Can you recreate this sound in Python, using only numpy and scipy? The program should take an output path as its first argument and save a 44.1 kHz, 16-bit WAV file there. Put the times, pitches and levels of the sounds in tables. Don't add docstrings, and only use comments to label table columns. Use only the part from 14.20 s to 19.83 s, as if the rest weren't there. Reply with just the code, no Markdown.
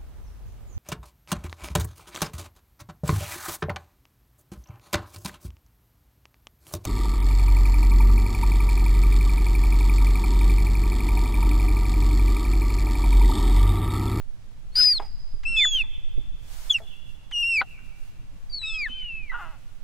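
import sys
import numpy as np
from scipy import signal
from scipy.fft import rfft, irfft, next_fast_len
from scipy.io import wavfile
from scipy.ndimage import uniform_filter1d

SR = 44100
rng = np.random.default_rng(int(sys.argv[2]) if len(sys.argv) > 2 else 0)


def persist_wave(psi):
    counts = np.round(np.clip(psi, -1, 1) * 32767).astype(np.int16)
    wavfile.write(sys.argv[1], SR, np.atleast_2d(counts).T)


def makeup_ratio(level_db):
    decades = np.asarray(level_db, float) / 20
    return 10 ** decades


N = 248283


def unit_rms(x):
    return x / np.sqrt(np.mean(x ** 2) + 1e-20)


def in_time(rows):
    s, *columns = np.transpose(rows)
    at = np.arange(round(s[0] * SR), min(round(s[-1] * SR), N))
    return at, [np.interp(at / SR, s, c) for c in columns]


def at_hz(points, hz):
    table_hz, table_db = np.transpose(points)
    return np.interp(np.log(hz + 1), np.log(table_hz), table_db)


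def drift(rate_hz, size):
    r = np.exp(-2 * np.pi * rate_hz / SR)
    wander = signal.lfilter([1], [1, -2 * r, r * r], rng.standard_normal(size + 20000))
    return unit_rms(wander[20000:])


# (frequency [Hz], left-right correlation [-1..1])
LIKENESS = [(60, -0.35), (130, 0.17), (290, -0.13), (640, 0.68), (1410, 0.09), (3100, 0.033), (6820, 0.17),
            (15000, -0.49)]


def coloured(points, alike=None):
    size = next_fast_len(N)
    hz = np.arange(size // 2 + 1) * SR / size
    c = np.clip(at_hz(LIKENESS, hz) if alike is None else alike, -.95, .95)
    mid, side = rfft(rng.standard_normal((2, size))) * makeup_ratio(at_hz(points, hz))
    spectrum = np.sqrt(1 + c) * mid + np.sqrt(1 - c) * side * [[1], [-1]]
    pair = irfft(spectrum, size)[:, :N]
    return pair / np.std(pair.mean(axis=0))


def panned(x, pan_db):
    return x * makeup_ratio(np.reshape([pan_db / 2, -pan_db / 2], (2, -1)))


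def over_call(row, share):
    return np.interp(share, np.linspace(0, 1, len(row)), row)


def rounded(rows):
    a = np.array(rows, float)
    half, step = (a[1:] + a[:-1]) / 2, np.diff(a[:, 0])
    half[:, 2] = 20 * np.log10((makeup_ratio(a[1:, 2]) + makeup_ratio(a[:-1, 2])) / 2)
    slope = np.diff(a[:, 1]) / step
    both = slope[1:] * slope[:-1]
    inner = np.where(both > 0, 2 * both / (slope[1:] + slope[:-1] + 1e-9), 0)
    bend = np.r_[slope[0], inner, slope[-1]]
    half[:, 1] -= step * np.diff(bend) / 8
    return sorted(map(tuple, np.vstack([a, half])))


# (time [s], pitch [Hz], level [dB])
LEAD_IN = [(.519, 4200, -68), (.53, 4290, -58.5), (.551, 4560, -62)]
HIGH_ARCH = [(.558, 4717, -22.5), (0.566, 4985, -20), (.585, 4927, -17.5), (.608, 5047, -16.5),
             (0.649, 5003, -15.5), (0.689, 4910, -16.5), (0.727, 4774, -18.5), (0.741, 4450, -28),
             (0.779, 4106, -26)]
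LOW_ARCH = [(1.247, 2833, -68), (1.261, 2595, -25), (1.287, 2738, -28.5), (1.316, 2719, -29.5),
            (1.389, 2566, -21.5), (1.42, 2195, -26.5), (1.448, 1940, -22.5), (1.457, 1180, -39)]
ANSWER = [(1.36, 3640, -64.5), (1.369, 3410, -26.5), (1.389, 3512, -20), (1.423, 3524, -19),
          (1.472, 3435, -20.5), (1.506, 3367, -35.5), (1.557, 3187, -20.5), (1.584, 2976, -24),
          (1.621, 2520, -23)]
YELP = [(2.494, 3620, -59), (2.503, 3436, -21), (2.51, 3396, -14), (2.52, 3397, -23.5), (2.536, 3010, -37),
        (2.55, 2814, -18.5), (2.576, 2610, -36.5), (2.582, 2323, -53), (2.597, 1750, -53.5)]
LEVEL_CALL = [(3.121, 3210, -38.5), (3.139, 2900, -30), (3.169, 2830, -24.5), (3.229, 2815, -24),
              (3.23, 2680, -22), (3.27, 2783, -24), (3.357, 2610, -22), (3.388, 2255, -20),
              (3.406, 2388, -22)]
WHINE = [(4.297, 4750, -50.5), (4.314, 4600, -49), (4.338, 4505, -32.5), (4.387, 4330, -35),
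         (4.394, 4040, -38), (4.49, 3710, -34.5), (4.506, 3490, -36.5), (4.529, 3550, -57),
         (4.547, 3264, -38.5)]
SOFT_ARCH = [(4.424, 2750, -53.5), (4.443, 2545, -31), (4.477, 2628, -38), (4.555, 2580, -32),
             (4.584, 2510, -31), (4.625, 2321, -27.5), (4.652, 2074, -31.5), (4.665, 1800, -26.5),
             (4.683, 1657, -47)]
LONG_FALL = [(4.683, 3012, -49.5), (4.729, 3050, -36.5), (4.762, 3099, -38), (4.888, 2826, -36.5),
             (4.905, 2696, -35), (4.98, 2588, -37.5), (5.029, 2470, -44.5), (5.092, 2170, -52),
             (5.102, 2020, -34)]
CALLS = [LEAD_IN + HIGH_ARCH, LOW_ARCH, ANSWER, YELP, LEVEL_CALL, WHINE, SOFT_ARCH, LONG_FALL]
# (length [s], end pitch [ratio to last], loss [dB], loss by half way [0-1])
BREAKS = [(0.016, 0.8, 19, .7), (0.003, 1, 0.5, 0.35), (0.01, 1, 23, 0.46), (.003, 0.41, 11, .6),
          (0.011, 0.79, 21, 0.084), (0.033, 1, 25, 0.21), (0.0056, 0.9, -5, .6), (0.028, 0.95, 15, 0.1)]
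# (breath re effort [dB], flutter [dB])
VOICES = [(-39, 1.0), (-54.5, 0.5), (-34, 0.95), (-57, 2.5), (-48.5, 0.16), (-44, 2), (-38, 1.0),
          (-39, 1.5)]


def contour(call):
    rows = CALLS[call]
    last_s, last_hz, last_db = rows[-1]
    slide_s, end, loss_db, early = BREAKS[call]
    slide = [(last_s + slide_s / 2, end ** 0.79 * last_hz, last_db - early * loss_db),
             (last_s + slide_s, end * last_hz, last_db - loss_db)]
    at, (hz, db) = in_time(rounded(rows) + slide)
    flutter_db = VOICES[call][1]
    hz = uniform_filter1d(hz, size=120) * (1 + 0.002 * flutter_db * drift(70, len(at)))
    return at, hz, uniform_filter1d(db, size=140)


# (4th overtone re 3rd [dB], 5th re 3rd [dB], half-pitch lines re effort [dB])
OVERTONES = [(-33, -30, -32), (-26.5, -25.5, -22), (1.5, -5.5, -35), (-8, -14.5, -54), (-1, -15.5, -39.5),
             (-11, -20, -28.5), (-16.5, -19, -14.5), (-10, -21, -28.5)]
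TENSION = [(-10, -6, -8, -6, -4, -19.5), (-17, -13, -16.5, -20, -45, -61), (-9, -21.5, -31, -27, -5.5, -10),
           (-35, -28, -20.5, -20, -4.5, -12), (-17, -13.5, -14, -13, -19, -25),
           (-22, -21, -22, -25, -25, -24), (-9, -18, -22, -24, -17.5, -27), (-18, -17, -21, -19, -21, -27)]
# (growth of 4th and 5th overtones [dB], fade of breath [dB])
STRAIN = [(0, 12), (0.5, 2), (-2, -4.5), (0, 5.5), (9.5, -2), (0, 1), (15, 7), (0, -3)]
OVERTONE_EDGE_S, OVERTONE_WAVER_DB = 0.013, 1.9
MUZZLE_HZ, MUZZLE_WIDTH_HZ, MUZZLE_DB = 7930, 540, 11


def overtones(call, share, hz, phase, second, beating):
    _, (fourth_db, fifth_db, _) = call, OVERTONES[call]
    third_db = over_call(TENSION[call], share)
    grown_db = STRAIN[call][0] * (share - .5)
    edge = np.minimum(1, np.minimum(share, 1 - share) * len(hz) / SR / OVERTONE_EDGE_S)
    partials = [(2, 0), (3, third_db), (4, third_db + fourth_db + grown_db),
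                (5, third_db + fifth_db + 2 * grown_db)]
    upper = np.zeros(len(hz))
    for k, partial_db in partials:
        muzzle_db = MUZZLE_DB / (1 + ((k * hz - MUZZLE_HZ) / MUZZLE_WIDTH_HZ) ** 2)
        waver_db = OVERTONE_WAVER_DB * (k - 1) ** .5 * drift(25, len(hz))
        level = second * makeup_ratio(partial_db + muzzle_db + waver_db) * edge ** (k - 1)
        audible = k * hz < .45 * SR
        upper += level * np.imag(beating * np.exp(1j * k * phase)) * audible
    return upper


# (send to trees [dB], half-pitch raggedness [rad], beaming of top pitch [exponent])
FACING = [(4, 1, 3.3), (1.5, .2, 2.2), (10, 0.22, 9.7), (4.5, 0.59, 1.9), (-4.5, 0.47, 0.97), (8, 0.32, .3),
          (5, 0.11, 2.8), (-0.5, 0.88, 1.1)]
# (overtones left-right [dB], half-pitch need of top pitch [exponent])
MOUTH = [(-4, 5), (5, 19), (-4.5, 3), (-3, 8.97), (-5.5, 7.2), (-6, 8.2), (6, 12), (-1, 18)]


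def half_pitch(call, hz, phase, effort):
    half_db, ragged, tight = OVERTONES[call][2], FACING[call][1], MOUTH[call][1]
    held = effort * (hz / hz.max()) ** tight
    tone = np.zeros(len(hz))
    for k, partial_db in [(.5, -4), (1.5, -6.0), (2.5, -19)]:
        level = makeup_ratio(half_db + partial_db + 5.3 * ragged * drift(30.14, len(hz)))
        tone += held * level * np.sin(k * (phase + ragged * drift(210, len(hz))))
    return tone


HEAD = [(1, 3, 7.5, 4.5, 0, -1), (4.5, 1.5, 2.5, 1.5, 1.4, 1), (-3.5, -5, 2, -4.5, 2, 1.5),
        (3, 2.5, -1.5, -2.5, 0.057, 1), (3, 3.5, 1.5, 0, 0, 0), (5, 2.5, 6.5, 3, 2, 0),
        (0, 2, 1.5, -0.5, 1, 1), (2, 2.5, 1.5, 3.5, 2.4, 1.2)]
OPENING = [(-29.5, -24, -29.5, -27, -30, -35), (-28, -20, -20, -20, -21, -28),
           (-26, -28.5, -16, -10.5, -35.5, -34.5), (-22, -20, -17, -22, -26.5, -24),
           (-18.5, -21.5, -22, -22, -19, -16), (-36, -39.5, -37, -35, -30, -22.5),
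           (-26.5, -11, -12, -16.5, -14.5, -25), (-32, -40, -41, -42, -46, -22)]
HEAD_SHAKE_DB = 1.4
OVERTONE_LIFT_DB = 12


def whistles(breath, beat):
    out, sent = np.zeros((2, N)), np.zeros(N)
    for call in range(len(CALLS)):
        at, hz, db = contour(call)
        breath_db, flutter_db = VOICES[call]
        send_db, _, beam = FACING[call]
        share = (at - at[0]) / len(at)
        phase = 2 * np.pi * np.cumsum(hz) / SR
        beating = 1 + beat[at]
        fade = np.minimum(1, np.minimum(at - at[0], at[-1] - at) / 60)

        slow = uniform_filter1d(makeup_ratio(db), size=2400)
        effort = slow * np.minimum(1, (at - at[0]) / 500)
        second = makeup_ratio(over_call(OPENING[call], share)) * np.minimum(slow, makeup_ratio(db + OVERTONE_LIFT_DB))
        tone = makeup_ratio(db + flutter_db * drift(83, len(at))) * np.imag(beating * np.exp(1j * phase))
        tone += half_pitch(call, hz, phase, effort)
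        upper = overtones(call, share, hz, phase, second, beating)
        spent_db = STRAIN[call][1] * (share - .5)
        air = makeup_ratio(breath_db - spent_db + 2.5 * drift(40, len(at))) * effort * breath[at]

        pan_db = over_call(HEAD[call], share) + HEAD_SHAKE_DB * drift(15, len(at))
        tone /= panned(0.97, pan_db).mean(axis=0)
        out[:, at] += panned(fade * np.sqrt(2) * tone, pan_db)
        out[:, at] += panned(np.sqrt(2) * upper, MOUTH[call][0])
        out[:, at] += panned(fade * air, 0.56)

        even = uniform_filter1d(makeup_ratio(db), size=900, mode="constant")
        thrown = 1.45 * even * np.sin(phase) + second * makeup_ratio(1) * np.sin(2 * phase)
        sent[at] += fade * makeup_ratio(send_db) * (hz / hz.max()) ** beam * thrown
    return out, sent


# (time [s], frequency [Hz], level [dB])
UNDERTONE = [(.556, 804, -67.5), (.574, 723, -42.5), (.592, 778, -39), (.613, 690, -38), (.621, 776, -51.5),
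             (.642, 875, -48.5), (.67, 1028, -61.5), (.722, 985, -50), (.768, 444, -63)]
# (multiple [1], level [dB])
UNDERTONE_ORDERS = [(1, -21.5), (2, 3.5), (3, -20), (4, -3.5)]
# (time [s], frequency [Hz], depth [dB])
BEAT = [(.556, 500, -17), (.58, 730, -18), (.595, 807, -27), (.61, 940, -22), (.635, 885, -21.5),
        (.653, 880, -25), (.662, 880, -42.5), (.768, 880, -50)]
BEAT_UPPER_DB, BEAT_HISS_DB = -7, -10


def undertone():
    at, (hz, db) = in_time(UNDERTONE)
    phase = 2 * np.pi * np.cumsum(hz * (1 + 0.027 * drift(200, len(at)))) / SR
    sound, beat = np.zeros(N), np.zeros(N, complex)
    for k, order_db in UNDERTONE_ORDERS:
        sound[at] += makeup_ratio(db + order_db + 3.5 * drift(64, len(at))) * np.sin(k * phase)
    at, (hz, depth_db) = in_time(BEAT)
    turn = np.exp(1j * (2 * np.pi * np.cumsum(hz) / SR + .9 * drift(200, len(at))))
    lines = 1 / turn + makeup_ratio(BEAT_UPPER_DB) * turn
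    beat[at] = makeup_ratio(depth_db + 3.5 * drift(150, len(at))) * lines
    hiss_level = makeup_ratio(depth_db + BEAT_HISS_DB + 2.5 * drift(70, len(at)))
    beat[at] += hiss_level * drift(2500, len(at))
    return panned(sound, -1.7), beat


# (time [s], pulse rate [1/s], level [dB], brightness [dB], fade [dB/s])
CROAKS = [
    (.795, 408, -28, -19.5, 887.5),
    (0.819, 476, -39.5, -15.5, 501),
    (.848, 400, -50.5, -19.5, 400),
    (1.453, 740, -44.5, 6, 799.5),
    (1.635, 300, -53, -3, 645.5),
    (2.599, 450, -41, -26, 394),
    (3.411, 477, -20.5, 12, 1701),
    (3.418, 420, -32, -8, 1100),
    (4.675, 260, -54, 12, 334),
]
# (time [s], pulse rate [1/s], level [dB], roughness [0-1])
RASP = [(5.113, 443, -53, 0.54), (5.119, 530, -42, 0.64), (5.15, 486, -29, 0.45), (5.174, 474, -38, .5),
        (5.225, 348, -37.5, 0.46), (5.272, 322, -45.5, 0.47), (5.303, 320, -51.5, 0.3),
        (5.348, 276, -52.5, 0.28), (5.385, 204, -68, 0.34)]
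RASP_BRIGHT_DB, RASP_DULLS_DB_PER_S = 17, 49
CROAK_RISE_S, CROAK_HOLD_S, CROAK_SAG_PER_S, CROAK_ROUGH, CROAK_RANGE_DB = 0.0034, 0.0053, 4.3, 0.53, 38


def croak_shapes():
    shapes = []
    for s, rate_hz, db, bright_db, fade in CROAKS:
        length_s = CROAK_RANGE_DB / fade
        peak_s = s + CROAK_RISE_S
        held_s = peak_s + CROAK_HOLD_S
        end_hz = rate_hz * np.exp(-CROAK_SAG_PER_S * length_s)
        shapes.append([(s, rate_hz, db - 5.0, bright_db, CROAK_ROUGH),
                       (peak_s, rate_hz, db, bright_db, CROAK_ROUGH),
                       (held_s, rate_hz, db - 4.5, bright_db, CROAK_ROUGH),
                       (held_s + length_s, end_hz, db - CROAK_RANGE_DB, bright_db, CROAK_ROUGH)])
    start = RASP[0][0]
    rasp = [(s, hz, db, RASP_BRIGHT_DB - RASP_DULLS_DB_PER_S * (s - start), rough)
            for s, hz, db, rough in RASP]
    return shapes + [rasp]


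def resonate(x, modes, scale, widen, sag):
    out = np.zeros(len(x))
    for k, (hz, width_hz, db) in enumerate(modes):
        r, state = np.exp(-np.pi * widen * width_hz / SR), np.zeros(2)
        b = (-1) ** k * makeup_ratio(db) * (1 - r * r) / 2 * np.array([1, 0, -1])
        for i in range(0, len(x), 256):
            turn = 2 * np.pi * scale * hz * np.exp(-sag * i / SR) / SR
            a = [1, -2 * r * np.cos(turn), r * r]
            part, state = signal.lfilter(b, a, x[i:i + 256], zi=state)
            out[i:i + 256] += part
    return out


# (frequency [Hz], width [Hz], level [dB])
THROAT_LOW = [(317, 101, -9), (500, 230, -8.5), (859, 89, 7.5)]
THROAT_HIGH = [(1170, 59, -0.5), (1452, 63, 2)]
THROAT_TOP = [(2070, 70, -13), (2680, 140, -14), (3090, 95, -19), (3234, 250, -24), (4730, 430, -20.5)]
# (resonance pitch [ratio], top pitch [ratio], width [ratio], top [dB], cut [Hz])
THROATS = [(1.08, 1.3, 0.5, -11, 3800), (0.9, 1.2, 0.92, -3, 4700), (0.98, .86, .8, -3, 3500),
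           (1.1, 1.01, 1, 6, 6200), (1.1, 1.01, 1.1, -1.5, 3600), (0.782, 0.82, 0.57, -15, 2300),
           (0.963, 0.94, 2.75, -0.5, 4700), (0.85, 1.1, 2.0, -6, 4000), (0.88, 1.1, 1.2, 10, 4700),
           (1.022, 1, 1.62, 11.5, 3100)]
THROAT_SAG_PER_S = 0.33
STRONG_WEAK = 0.68


def croaks():
    out = np.zeros(N)
    for rows, (scale, top_scale, widen, top_db, cut_hz) in zip(croak_shapes(), THROATS):
        at, (rate_hz, db, bright_db, rough) = in_time(rows)
        cycle = np.cumsum(rate_hz * (1 + .1 * rough * drift(150, len(at)))) / SR
        pulse = np.diff(np.floor(cycle), prepend=0) * makeup_ratio(4 * rough * rng.standard_normal(len(at)))
        pulse *= 1 + STRONG_WEAK * rough * (-1) ** np.floor(cycle)
        gated = .2 * rough ** 2 * rng.standard_normal(len(at)) * np.exp(-2 * (cycle % 1))
        soften = signal.butter(9, cut_hz, fs=SR, output="sos")
        source = signal.sosfilt(soften, pulse + gated)
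        sound = resonate(source, THROAT_LOW, scale, widen, THROAT_SAG_PER_S)
        sound -= makeup_ratio(bright_db) * resonate(source, THROAT_HIGH, scale, widen, THROAT_SAG_PER_S)
        sound -= makeup_ratio(top_db) * resonate(source, THROAT_TOP, top_scale, widen, 0)
        even = np.sqrt(uniform_filter1d(sound ** 2, size=500) + 1e-9)
        fade = np.minimum(1, np.minimum((at[-1] - at) / 200, (at - at[0]) / 70))
        out[at] += makeup_ratio(db) * sound / even * fade
    return panned(out, 1.7)


# (time [s], level [dB], length [s], top hiss [dB])
PUFFS = [(0.547, -45.5, 0.11, -59), (1.233, -44, 0.012, -73), (1.361, -50, 0.011, -69),
         (1.365, -67, 0.047, -64), (2.483, -61.5, 0.01, -76), (3.11, -43.5, 0.014, -71),
         (4.294, -61.5, 0.0056, -78), (4.412, -53, 0.024, -69), (0.855, -66, 0.0042, -77),
         (0.79, -55.5, 0.075, -66), (2.583, -43.5, 0.0093, -60.5), (3.375, -56, 0.04, -60),
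         (4.61, -73.5, 0.032, -71.5), (4.67, -55, 0.043, -69.5), (5.094, -57, 0.013, -79),
         (1.59, -71, 0.028, -67.5)]


def puffs(breath, hiss):
    out, t = np.zeros(N), np.arange(N) / SR
    for s, db, length_s, top_db in PUFFS:
        age = np.clip((t - s) / length_s, 0, 8)
        shape = np.minimum(age * 11.0, 1) * np.exp(-age ** 2) * (t > s)
        out += shape * (makeup_ratio(db) * breath + makeup_ratio(top_db) * hiss)
    return panned(out, 1.5)


# (delay of nearest trunks [s], level [dB], fade [dB/s])
TREES = [
    (0.135, -35, 26),
    (0.19, -30, 300),
    (.37, -43, 45),
]
# (delay [s], level [dB], left-right [dB])
ECHOES = [
    (.115, -42, 2),
    (.174, -33, -3),
    (.19, -38, 1),
    (.3, -44, 1.5),
    (.345, -40.5, -6),
    (.365, -46.5, 0),
]
# (frequency [Hz], level [dB])
TREES_COLOUR = [(300, -10.5), (1000, -9), (2600, 3), (3100, 1.5), (3450, -5), (5000, -13), (7000, -15.5),
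                (12000, -24.5)]
TREES_RISE_DB_PER_S, TREES_FIRST_S, TREES_LAST_S, TRUNKS_PER_S = 332.5, 0.025, .9, 1200


def trees(x):
    at = np.arange(round(TREES_FIRST_S * SR), round(TREES_LAST_S * SR))
    delay_s = at / SR
    row_db = [top_db - np.maximum(TREES_RISE_DB_PER_S * (s - delay_s), fade * (delay_s - s))
              for s, top_db, fade in TREES]
    db = np.max(row_db, axis=0)
    trunks = (rng.random(len(at)) < TRUNKS_PER_S / SR) * rng.standard_normal(len(at))
    size = next_fast_len(N + SR)
    scatter = np.zeros((2, size))
    scatter[:, at] = panned(makeup_ratio(db - 21) * trunks, 11.0 * rng.standard_normal(len(at)))
    scatter[:, at] += makeup_ratio(db - 35.5) * rng.standard_normal((2, len(at)))
    for s, echo_db, side_db in ECHOES:
        scatter[:, round(s * SR)] += panned(makeup_ratio(echo_db), side_db)[:, 0]
    colour = makeup_ratio(at_hz(TREES_COLOUR, np.arange(size // 2 + 1) * SR / size))
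    sway = 1 + 0.081 * drift(30, N)
    return sway * irfft(rfft(x, size) * rfft(scatter) * colour, size)[:, :N]


# (frequency [Hz], density [dB/Hz])
AIR = [(180, -23), (300, -12), (326, -13.5), (411, -5.5), (1570, -10), (1980, -11.5), (3090, -13),
       (15700, -26)]
AIR_DB = -64
# (frequency [Hz], density [dB/Hz])
GRASS = [(180, -43), (300, -9.5), (553, -6.5), (642, -2.5), (1170, -3), (1270, -2.5), (7310, -5.5),
         (15700, -8)]
# (time [s], level [dB], hold [s])
GUST = [
    (2.327, -58.5, 0.19),
    (2.669, -74.5, 0.089),
    (2.903, -73, 0.0085),
    (3.495, -73, 0.025),
    (3.666, -73.5, 0.006),
    (3.797, -72, 0.077),
    (4.195, -80.5, 0.071),
    (5.214, -70.5, .012),
    (5.3, -78.5, 0.25),
]
GUST_RISE_DB_PER_S, GUST_FALL_DB_PER_S = 144, 129


def meadow():
    t = np.arange(N) / SR
    gust_power = np.zeros(N)
    for s, db, hold_s in GUST:
        rise_db = GUST_RISE_DB_PER_S * np.maximum(s - t, 0)
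        fall_db = GUST_FALL_DB_PER_S * np.maximum(t - s - hold_s, 0)
        gust_power += makeup_ratio(2 * (db + 7.5 - rise_db - fall_db))
    air = makeup_ratio(AIR_DB + 0.39 * drift(8.6, N)) * coloured(AIR)
    return air + np.sqrt(gust_power) * coloured(GRASS)


# (time [s], level [dB], left-right [dB])
WIND = [(0, -38.5, -12.5), (.3, -41.5, -4.5), (.6, -33.5, -2.5), (1.0, -34, -3), (1.4, -32.5, -5),
        (1.75, -34, -0.5), (2.1, -32.5, -5), (2.4, -41, -11.5), (2.7, -44, -6.5), (3.1, -43.5, -13),
        (3.4, -45, -6.5), (3.75, -41, -8.5), (4.2, -41.5, -2.5), (4.6, -38, -8), (5.05, -41, -13),
        (5.35, -44, -7.5), (5.63, -42.5, -6)]
# (frequency [Hz], density [dB/Hz])
RUMBLE = [(2.9, -22), (5.0, 7), (21, 0.5), (70, -23), (91, -48.5), (150, -120)]
RUMBLE_ALIKE = -.45
# (frequency [Hz], density [dB/Hz])
DRONE = [(35, -32.5), (60, 1.5), (70, -4), (113, -1), (151, -11), (178, -10.5), (400, -28), (880, -120)]
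DRONE_DB = -55.5
# (time [s], peak [dB], left-right [dB], frequency [Hz])
BUFFETS = [
    (1.138, -32, -10, 24),
    (1.778, -42.5, -26, 29.3),
    (1.976, -23, -7.5, 27.8),
    (1.992, -32, -15, 31.9),
    (4.698, -49.5, -6, 243),
]


def wind():
    at, (db, pan_db) = in_time(WIND)
    lumps = makeup_ratio(0.63 * np.array([drift(3.8, N), drift(6.0, N)]))
    out = coloured(RUMBLE, RUMBLE_ALIKE) * lumps
    t = np.arange(N)
    out *= panned(np.interp(t, at, makeup_ratio(db)), np.interp(t, at, pan_db))
    out += panned(makeup_ratio(DRONE_DB + 2.6 * drift(8.9, N)) * coloured(DRONE, RUMBLE_ALIKE), -4.0)
    age = np.arange(4000) / SR
    low = signal.butter(3, 350, fs=SR, output="sos")
    for s, peak_db, side_db, hz in BUFFETS:
        push = makeup_ratio(peak_db) * np.sin(2 * np.pi * hz * age) * np.exp(-age / 0.013) * 4.9
        grit = signal.sosfilt(low, rng.standard_normal((2, len(age)))) * np.exp(-age / 0.017)
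        grit *= makeup_ratio(peak_db - 9.0) / np.abs(grit).max(axis=1, keepdims=True)
        i = round(s * SR)
        out[:, i:i + len(age)] += panned(push, side_db) * [[.7], [-1]] + grit
    return out


# (frequency [Hz], density [dB/Hz])
BREATH = [(400, -28.5), (1900, -1.5), (3000, -6), (4200, 3.5), (5500, -9), (7000, -11), (9000, -24),
          (15700, -38)]
PUFF = [(400, -25.5), (900, -3.5), (1400, -7.5), (2000, 1), (4500, -16), (7000, -18), (9000, -29),
        (15700, -46)]
TOP_HISS = [(3000, -28.5), (6000, -1), (9000, 1), (12000, -4), (15700, -7)]


def scene():
    breath, puff, hiss = [coloured(points, .9).mean(axis=0) for points in (BREATH, PUFF, TOP_HISS)]
    low_voice, beat = undertone()
    direct, sent = whistles(breath, beat)
    rest = low_voice + croaks() + puffs(puff, hiss)
    return direct + rest + trees(sent + rest.mean(axis=0)) + meadow() + wind()


def band_limit(x):
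    return signal.sosfilt(signal.butter(12, 15810, fs=SR, output="sos"), x)


def record(dry):
    top = signal.ellip(12, .5, 70, 15740, fs=SR, output="sos")
    mix = signal.sosfilt(top, dry)
    return band_limit(mix)


dry = scene()
out = record(dry)
persist_wave(out)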